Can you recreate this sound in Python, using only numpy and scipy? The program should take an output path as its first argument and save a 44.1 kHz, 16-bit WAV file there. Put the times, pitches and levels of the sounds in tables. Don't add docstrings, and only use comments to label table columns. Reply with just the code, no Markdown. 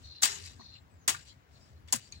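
import sys
import numpy as np
from scipy import signal
from scipy.fft import rfft, irfft
from scipy.io import wavfile
from scipy.ndimage import uniform_filter1d

SR = 44100
rng = np.random.default_rng(int(sys.argv[2]) if len(sys.argv) > 2 else 0)


def int16_out(signal):
    q = np.round(np.clip(np.atleast_2d(signal).T, -1, 1) * 32767)
    wavfile.write(sys.argv[1], SR, q.astype(np.int16))


def voltage_ratio(level):
    return 10 ** (np.asarray(level, float) / 20)


N = 97020
T = np.arange(N) / SR

# time in seconds, level in dB.
CHOP_FORCE = [
    [(.218, -53), (.224, -25), (.231, -31), (.2335, -17), (.248, -29.5), (.253, -27), (.257, -22.5),
     (.268, -37.5), (.31, -57)],
    [(1.0772, -55), (1.0788, -18.5), (1.087, -27), (1.098, -25), (1.112, -37.5), (1.13, -44.5), (1.16, -57),
     (1.2, -77)],
    [(1.9254, -26), (1.9268, -24.5), (1.938, -29), (1.943, -37), (1.958, -37.5), (1.962, -35.5),
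     (1.972, -48), (2.0, -56.5)],
]
EARTH_WEIGHT_DB = [-0.5, 2.5, -2]
BLADE_RING_DB = [-13, -11.5, -23]
# frequency in Hz, level in dB.
GRIT_TONE = [(300, -30), (1500, -16.5), (3300, -12.5), (5300, -8), (6800, -2.5), (8600, -8.5), (13600, -29),
             (15200, -14)]
EARTH_TONE = [(150, -40), (300, -18), (500, -9.5), (1000, -4.5), (1500, -1), (2300, 0.5), (3500, -0.5),
              (6000, -22)]
# frequency in Hz, width in Hz, level in dB.
BLADE_MODES = [(2300, 350, -11.5), (3390, 300, -5), (3850, 290, -15), (4630, 530, -11), (6600, 400, -0.5),
               (7225, 500, -2), (8000, 720, -4.5), (10600, 700, -10)]
# start in seconds, hold in seconds, level in dB, fade in dB per second,
# dull clods in dB relative to the fine crumbs.
CRUMB_FALLS = [(-.02, 0.088, -68, 161, -4.5), (0.229, 0.01, -31, 119, -8), (0.435, 0.04, -56, 200, -36),
               (1.116, 0.01, -43, 169, -10), (1.244, 0.047, -67.5, 310.5, -11),
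               (1.478, 0.22, -70, 209, -11), (1.872, 0.036, -61, 456, -2.5),
               (1.949, 0.088, -58.5, 128, -29), (2.118, 0.018, -64, 214, -14.5)]
# frequency in Hz, level in dB.
CRUMB_TONE = [(600, -21), (1500, -9.5), (2500, 1.5), (4500, -1), (7500, 1.5), (9300, -13.5), (13600, -33),
              (15300, -30)]
# start in seconds, peak in dB, pitch in Hz.
STONE_TICKS = [(0.231, -22.5, 6600), (0.2324, -14.5, 6270), (.2337, -12.5, 7900), (0.2322, -16.5, 4900),
               (0.239, -18.5, 6200), (.2400, -18, 4850), (.2440, -20.5, 7050), (0.2555, -18.5, 6640),
               (0.2637, -25, 7200), (0.278, -27.5, 6400), (0.44, -43, 4400), (.4595, -38, 4900),
               (.4610, -40, 7000), (.4640, -48, 9500), (.4670, -42, 5800), (0.479, -45, 2540),
               (0.509, -46, 5500), (.5180, -48.5, 6900), (1.0786, -16, 6600), (1.0843, -17, 6860),
               (1.0863, -12.5, 7100), (1.0920, -19, 3240), (1.0968, -15.5, 6480), (1.8850, -46.5, 7560),
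               (1.9257, -15, 6890), (1.9303, -11.5, 7230), (1.9341, -12.5, 7560), (1.9263, -19, 9910),
               (1.937, -27, 6360), (1.9600, -39, 10280), (1.9620, -28, 7600), (2.0750, -56.5, 5920),
               (2.1240, -51, 9200), (1.8770, -50, 6000)]
# start in seconds, peak in dB, pitch in Hz, 60 dB decay in seconds.
CLOD_KNOCKS = [(.240, -42.5, 241, 0.081), (.286, -33, 2120, 0.038), (.29, -52, 410, 0.76),
               (.592, -42.5, 232, 0.064), (.598, -54, 330, .05), (.597, -54.5, 745, 0.056),
               (.596, -48.5, 1047, 0.049), (.609, -48, 1080, .03), (.609, -56, 600, .03),
               (.63, -61, 1000, .05), (.617, -59, 1880, 0.049), (1.082, -35, 267, 0.09),
               (1.095, -39, 340, 0.12), (1.082, -36, 1030, .07), (1.144, -37.5, 1410, 0.089),
               (1.146, -39.5, 2300, 0.03), (1.884, -55, 2190, 0.07), (1.886, -52, 3450, .07),
               (1.928, -35, 1004, 0.058), (1.935, -38.5, 531, 0.064), (1.936, -44, 950, .03),
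               (1.927, -37, 750, .06), (.274, -40, 1500, 0.026), (1.93, -42.5, 320, 0.086),
               (1.95, -34.5, 181, 0.051), (1.94, -29, 225, 0.06), (1.962, -37, 116, 0.1),
               (2.124, -48.5, 2420, 0.092), (2.1235, -32.5, 6500, 0.01), (2.1245, -39, 4400, 0.025),
               (.29, -50, 1350, .3)]
# start in seconds, length in seconds, level in dB, thin top band in dB.
HAND_SLIDES = [(0.026, 0.21, -52, -14), (0.586, 0.22, -53, -11), (1.535, 0.07, -60, -16),
               (1.75, 0.052, -65, -14), (2.125, 0.09, -57, -19.5)]
# frequency in Hz, width in Hz, level in dB.
HANDLE_BANDS = [(4270, 350, -2), (3900, 400, -9), (4950, 500, -16)]
# start in seconds, length in seconds, frequency in Hz,
# width in Hz, level in dB.
GRIP_SQUEAKS = [(.12, .08, 2800, 200, -66), (.71, .04, 2750, 200, -68), (.742, .04, 2780, 280, -58),
                (.742, .035, 2430, 200, -64), (.55, .05, 1700, 200, -67), (.74, .04, 3500, 500, -63),
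                (.26, .135, 6800, 1200, -44), (.43, .11, 4000, 700, -56), (1.265, .07, 3300, 300, -59),
                (1.26, .08, 7150, 250, -64), (1.255, .085, 4300, 900, -58), (1.26, .05, 5900, 500, -65),
                (1.16, .06, 1550, 200, -60), (1.31, .04, 2200, 200, -66), (1.58, .12, 5100, 300, -71),
                (2.0, .09, 4550, 250, -65), (1.99, .06, 2950, 250, -65)]
# start in seconds, length in seconds, from Hz, to Hz, level in dB.
BIRD_WHISTLES = [(.70, .14, 6900, 7480, -75), (.895, .095, 7950, 7100, -76), (.985, .09, 6750, 5900, -73),
                 (1.0, .07, 6200, 5200, -78)]
# start in seconds, length in seconds, from Hz, to Hz, level in dB.
ENGINE_BOOMS = [(0.022, .11, 68, 82.5, -50.5), (0.363, 0.15, 84, 91.5, -47.5),
                (0.464, 0.075, 65, 64.6, -51.5), (0.525, 0.094, 95, 95, -53.5),
                (0.667, 0.056, 72, 65.4, -56.5), (0.924, .07, 84, 84, -53.5), (1.083, 0.073, 68, 67.4, -61),
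                (1.235, 0.057, 68, 68, -58), (1.686, 0.064, 113, 126, -54.5), (1.707, 0.092, 84, 72, -50.5),
                (1.83, 0.09, 74, 91.3, -52), (2.142, 0.053, 80, 80.5, -51.5)]
# frequency in Hz, level in dB.
TOWN_TONE = [(25, -34.5), (45, -29), (65, 4), (120, -8), (160, -12.5), (260, -16.5), (400, -34),
             (1200, -55)]
AIR_TONE = [(120, -21.5), (300, -1), (1700, -5.5), (4500, -17.5), (7500, -20), (9300, -33.5), (13700, -38),
            (15300, -19)]
# time in seconds, level in dB.
TOWN_SWELL = [(0.0, -57.5), (0.16, -61.5), (0.45, -54.5), (0.84, -61), (1.14, -56.5), (1.42, -62),
              (1.8, -56.5), (2.02, -61.5), (2.2, -58)]
# frequency in Hz, share from 0 to 1.
MIC_LIKENESS = [(60, 1), (200, 0.36), (1000, 0.45), (8000, 0.12)]
# frequency in Hz, level in dB.
RIGHT_MIC_TONE = [(60, -3.5), (300, -3.5), (1300, -5), (2400, -10.5), (5000, -2), (8000, -12.5), (10500, 6),
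                  (15000, -1.5)]

LEFT_LAG, FLOOR_LAG = 47, 19


def evened(x):
    return x / np.sqrt(np.mean(x ** 2) + 1e-20)


def drift(noise, *sizes_axes):
    for size, axis in sizes_axes:
        noise = uniform_filter1d(noise, size=size, axis=axis)
    return evened(noise)


def read(points, hz):
    f, value = np.transpose(points)
    return np.interp(np.log(hz + 1), np.log(f + 1), value)


def colour(x, points):
    log_gain = np.log(voltage_ratio(read(points, abs(np.fft.fftfreq(2048, 1 / SR)))))
    taps = np.fft.ifft(np.exp(np.conj(signal.hilbert(log_gain)))).real[:1024]
    return signal.oaconvolve(x, taps[None] / np.linalg.norm(taps), axes=1)[:, :N]


def resonate(x, hz, width, order=1):
    turn = np.exp(2j * np.pi * np.cumsum(hz * np.ones(x.shape[-1])) / SR)
    r = np.exp(-np.pi * width / SR)
    low = signal.lfilter([np.sqrt(2 - 2 * r * r)], [1, -r], x / turn)
    for _ in range(order - 1):
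        low = signal.lfilter([np.sqrt(2) * (1 - r)], [1, -r], low)
    return (turn * low).real


def grains(per_s, spread_db):
    shared = 0.65
    size = voltage_ratio(spread_db * np.minimum(rng.exponential(1, N), 4)) * (rng.random(N) < per_s / SR)
    a, b = rng.standard_normal((2, N))
    return evened(size * np.array([a, shared * a + np.sqrt(1 - shared ** 2) * b]))


def add(mix, s, sound):
    part = mix[round(s * SR):][:len(sound)]
    part += sound[:len(part)]


def chops():
    earth_db, earth_lag_s = -6, 0.0037
    force = [np.interp(T, *np.transpose(c), left=-150, right=-150) for c in CHOP_FORCE]
    cracks = grains(18000, 1.6)
    grit = cracks * voltage_ratio(force).sum(0)
    struck = cracks * sum(voltage_ratio(f + db) for f, db in zip(force, BLADE_RING_DB))
    ring = sum(voltage_ratio(db) * resonate(struck, hz, w, order=2) for hz, w, db in BLADE_MODES)
    push = sum(voltage_ratio(f + db) for f, db in zip(force, EARTH_WEIGHT_DB))
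    push = signal.lfilter([1], [1, -np.exp(-1 / (earth_lag_s * SR))], push) / (earth_lag_s * SR)
    earth = colour(push * grains(2300, 1.2), EARTH_TONE)
    return colour(grit, GRIT_TONE) + ring + voltage_ratio(earth_db) * earth


def crumbs():
    rise, clump_db, patch_db = 0.3, 1.4, 2.2
    fine = clods = 0
    for s, hold, db, fade, clod_db in CRUMB_FALLS:
        level = np.clip((T - s) / (rise * hold), 0, 1) * voltage_ratio(db - fade * np.maximum(T - s - hold, 0))
        fine, clods = fine + level, clods + voltage_ratio(clod_db) * level
    clumps = drift(rng.standard_normal(N), (200, 0), (200, 0))
    fine = fine * voltage_ratio(clump_db * clumps) * grains(12000, 2.1)
    patter = colour(fine, CRUMB_TONE) + colour(clods * grains(5000, 2.1), EARTH_TONE)
    z = signal.stft(patter, nperseg=256, noverlap=192)[2]
    patches = drift(rng.standard_normal(z.shape[1:]), (4, 0), (10, 1))
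    return signal.istft(z * voltage_ratio(patch_db * patches), nperseg=256, noverlap=192)[1][:, :N]


def stones():
    decay_s, rattle_level, rattle_width_hz = 0.0012, 0.4, 1800
    out, t = np.zeros(N), np.arange(400) / SR
    for s, db, hz in STONE_TICKS:
        rattle = rattle_level * resonate(rng.standard_normal(400), hz, rattle_width_hz, order=2)
        add(out, s, voltage_ratio(db) * np.exp(-t / decay_s) * (np.sin(2 * np.pi * hz * t) + rattle))
    return out


def knocks():
    rise_turns, roughness = 1.5, 0.6
    out, t = np.zeros(N), np.arange(6000) / SR
    for s, db, hz, t60 in CLOD_KNOCKS:
        wobble = resonate(rng.standard_normal(6000), hz, min(hz / 3, 500), order=2)
        tone = np.sin(2 * np.pi * hz * t) + roughness * wobble
        add(out, s, np.minimum(t * hz / rise_turns, 1) * voltage_ratio(db - 60 * t / t60) * tone)
    return out


def slides(rub):
    edge_s, sag_share, wobble_db, top_hz, top_fade_db = 0.025, 0.05, 2, 6080, -22
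    sag = 1 - sag_share * sum(np.clip((T - s) / length, 0, 1) * (T < s + length)
                              for s, length, _, _ in HAND_SLIDES)
    body = sum(voltage_ratio(db) * resonate(rub, hz * sag, w, order=2) for hz, w, db in HANDLE_BANDS)
    top, out = resonate(rub, top_hz * sag, 300, order=2), 0
    for s, length, db, top_db in HAND_SLIDES:
        gate = np.clip(np.minimum(T - s, (s + length - T) / 2) / edge_s, 0, 1)
        top_gain = voltage_ratio(top_db + top_fade_db * np.clip((T - s) / length, 0, 1) ** 2)
        out = out + voltage_ratio(db) * gate * (body + top_gain * top)
    return out * voltage_ratio(wobble_db * drift(rng.standard_normal(N), (600, 0), (600, 0)))


def squeaks(rub):
    out = 0
    for s, length, hz, w, db in GRIP_SQUEAKS:
        swell = np.sin(np.pi * np.clip((T - s) / length, 0, 1))
        out = out + voltage_ratio(db) * swell * resonate(rub, hz, w, order=2)
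    return out


def hands():
    rub = grains(9000, 1.5)
    return slides(rub) + squeaks(rub)


def garden(x):
    echo_db, yard_t60, near_db = -9, 0.05, 1.5
    t = np.arange(2000) / SR
    taps = rng.standard_normal((2, 2000)) * (rng.random((2, 2000)) < .06) * voltage_ratio(-60 * t / yard_t60)
    taps *= voltage_ratio(echo_db) / np.linalg.norm(taps, axis=1, keepdims=True)
    taps[:, 0] = 1
    left, right = signal.oaconvolve(x, taps, axes=1)[:, :N]
    shade = voltage_ratio(read(RIGHT_MIC_TONE, np.fft.rfftfreq(N, 1 / SR)))
    return voltage_ratio(near_db) * np.array([left, np.roll(irfft(rfft(right) * shade, N), -LEFT_LAG)])


def bird():
    out = np.zeros((2, N))
    for s, length, from_hz, to_hz, db in BIRD_WHISTLES:
        u = np.clip((T - s) / length, 0, 1)
        bend = u ** 2 if to_hz < from_hz else np.sin(2 * u)
        hz = from_hz + (to_hz - from_hz) * bend
        for side in out:
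            tone = resonate(rng.standard_normal(N), hz, 210, order=2)
            side += voltage_ratio(db) * np.sin(np.pi * u) ** .5 * tone
    return out


def booms():
    right_db, out = -3, 0
    for s, length, from_hz, to_hz, db in ENGINE_BOOMS:
        u = np.clip((T - s) / length, 0, 1)
        turns = rng.random() + np.cumsum(from_hz + (to_hz - from_hz) * u) / SR
        out = out + voltage_ratio(db) * np.sqrt(2) * np.sin(np.pi * u) * np.sin(2 * np.pi * turns)
    return np.array([np.roll(out, LEFT_LAG), voltage_ratio(right_db) * out])


def wash(points, patchy_db):
    hz = np.fft.rfftfreq(1024, 1 / SR)
    a, b, c, d, patches = rng.standard_normal((N // 256 + 5, 513, 5)).T
    patches = drift(patches, (12, 0), (10, 1))
    same, left = np.clip(read(MIC_LIKENESS, hz), 0, 1)[:, None], a + 1j * b
    right = same * left + np.sqrt(1 - same ** 2) * (c + 1j * d)
    right = right * voltage_ratio(read(RIGHT_MIC_TONE, hz))[:, None]
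    z = np.array([left * np.exp(-2j * np.pi * hz * FLOOR_LAG / SR)[:, None], right])
    z = z * voltage_ratio(read(points, hz)[:, None] + patchy_db * patches)
    return evened(signal.istft(z, nperseg=1024, noverlap=768)[1][:, :N])


def town():
    swell_db = np.interp(T, *np.transpose(TOWN_SWELL)) + 58.5
    return voltage_ratio(-58.5) * voltage_ratio(swell_db) * wash(TOWN_TONE, patchy_db=2.0)


def air():
    return voltage_ratio(-66) * wash(AIR_TONE, patchy_db=1)


def scene():
    background = town()
    near = chops() + crumbs() + (stones() + knocks()) + hands()
    return garden(near) + bird() + background + air() + booms()


def band_limit(x):
    return signal.sosfilt(signal.butter(12, 17140, fs=SR, output="sos"), x)


def record(dry):
    low_cut_hz, edge_hz = 57, 15900
    x = signal.sosfilt(signal.butter(2, low_cut_hz, "high", fs=SR, output="sos"), dry)
    x = signal.oaconvolve(x, signal.firwin(255, edge_hz, fs=SR)[None], "same")
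    return band_limit(x)


dry = scene()
out = record(dry)
int16_out(out)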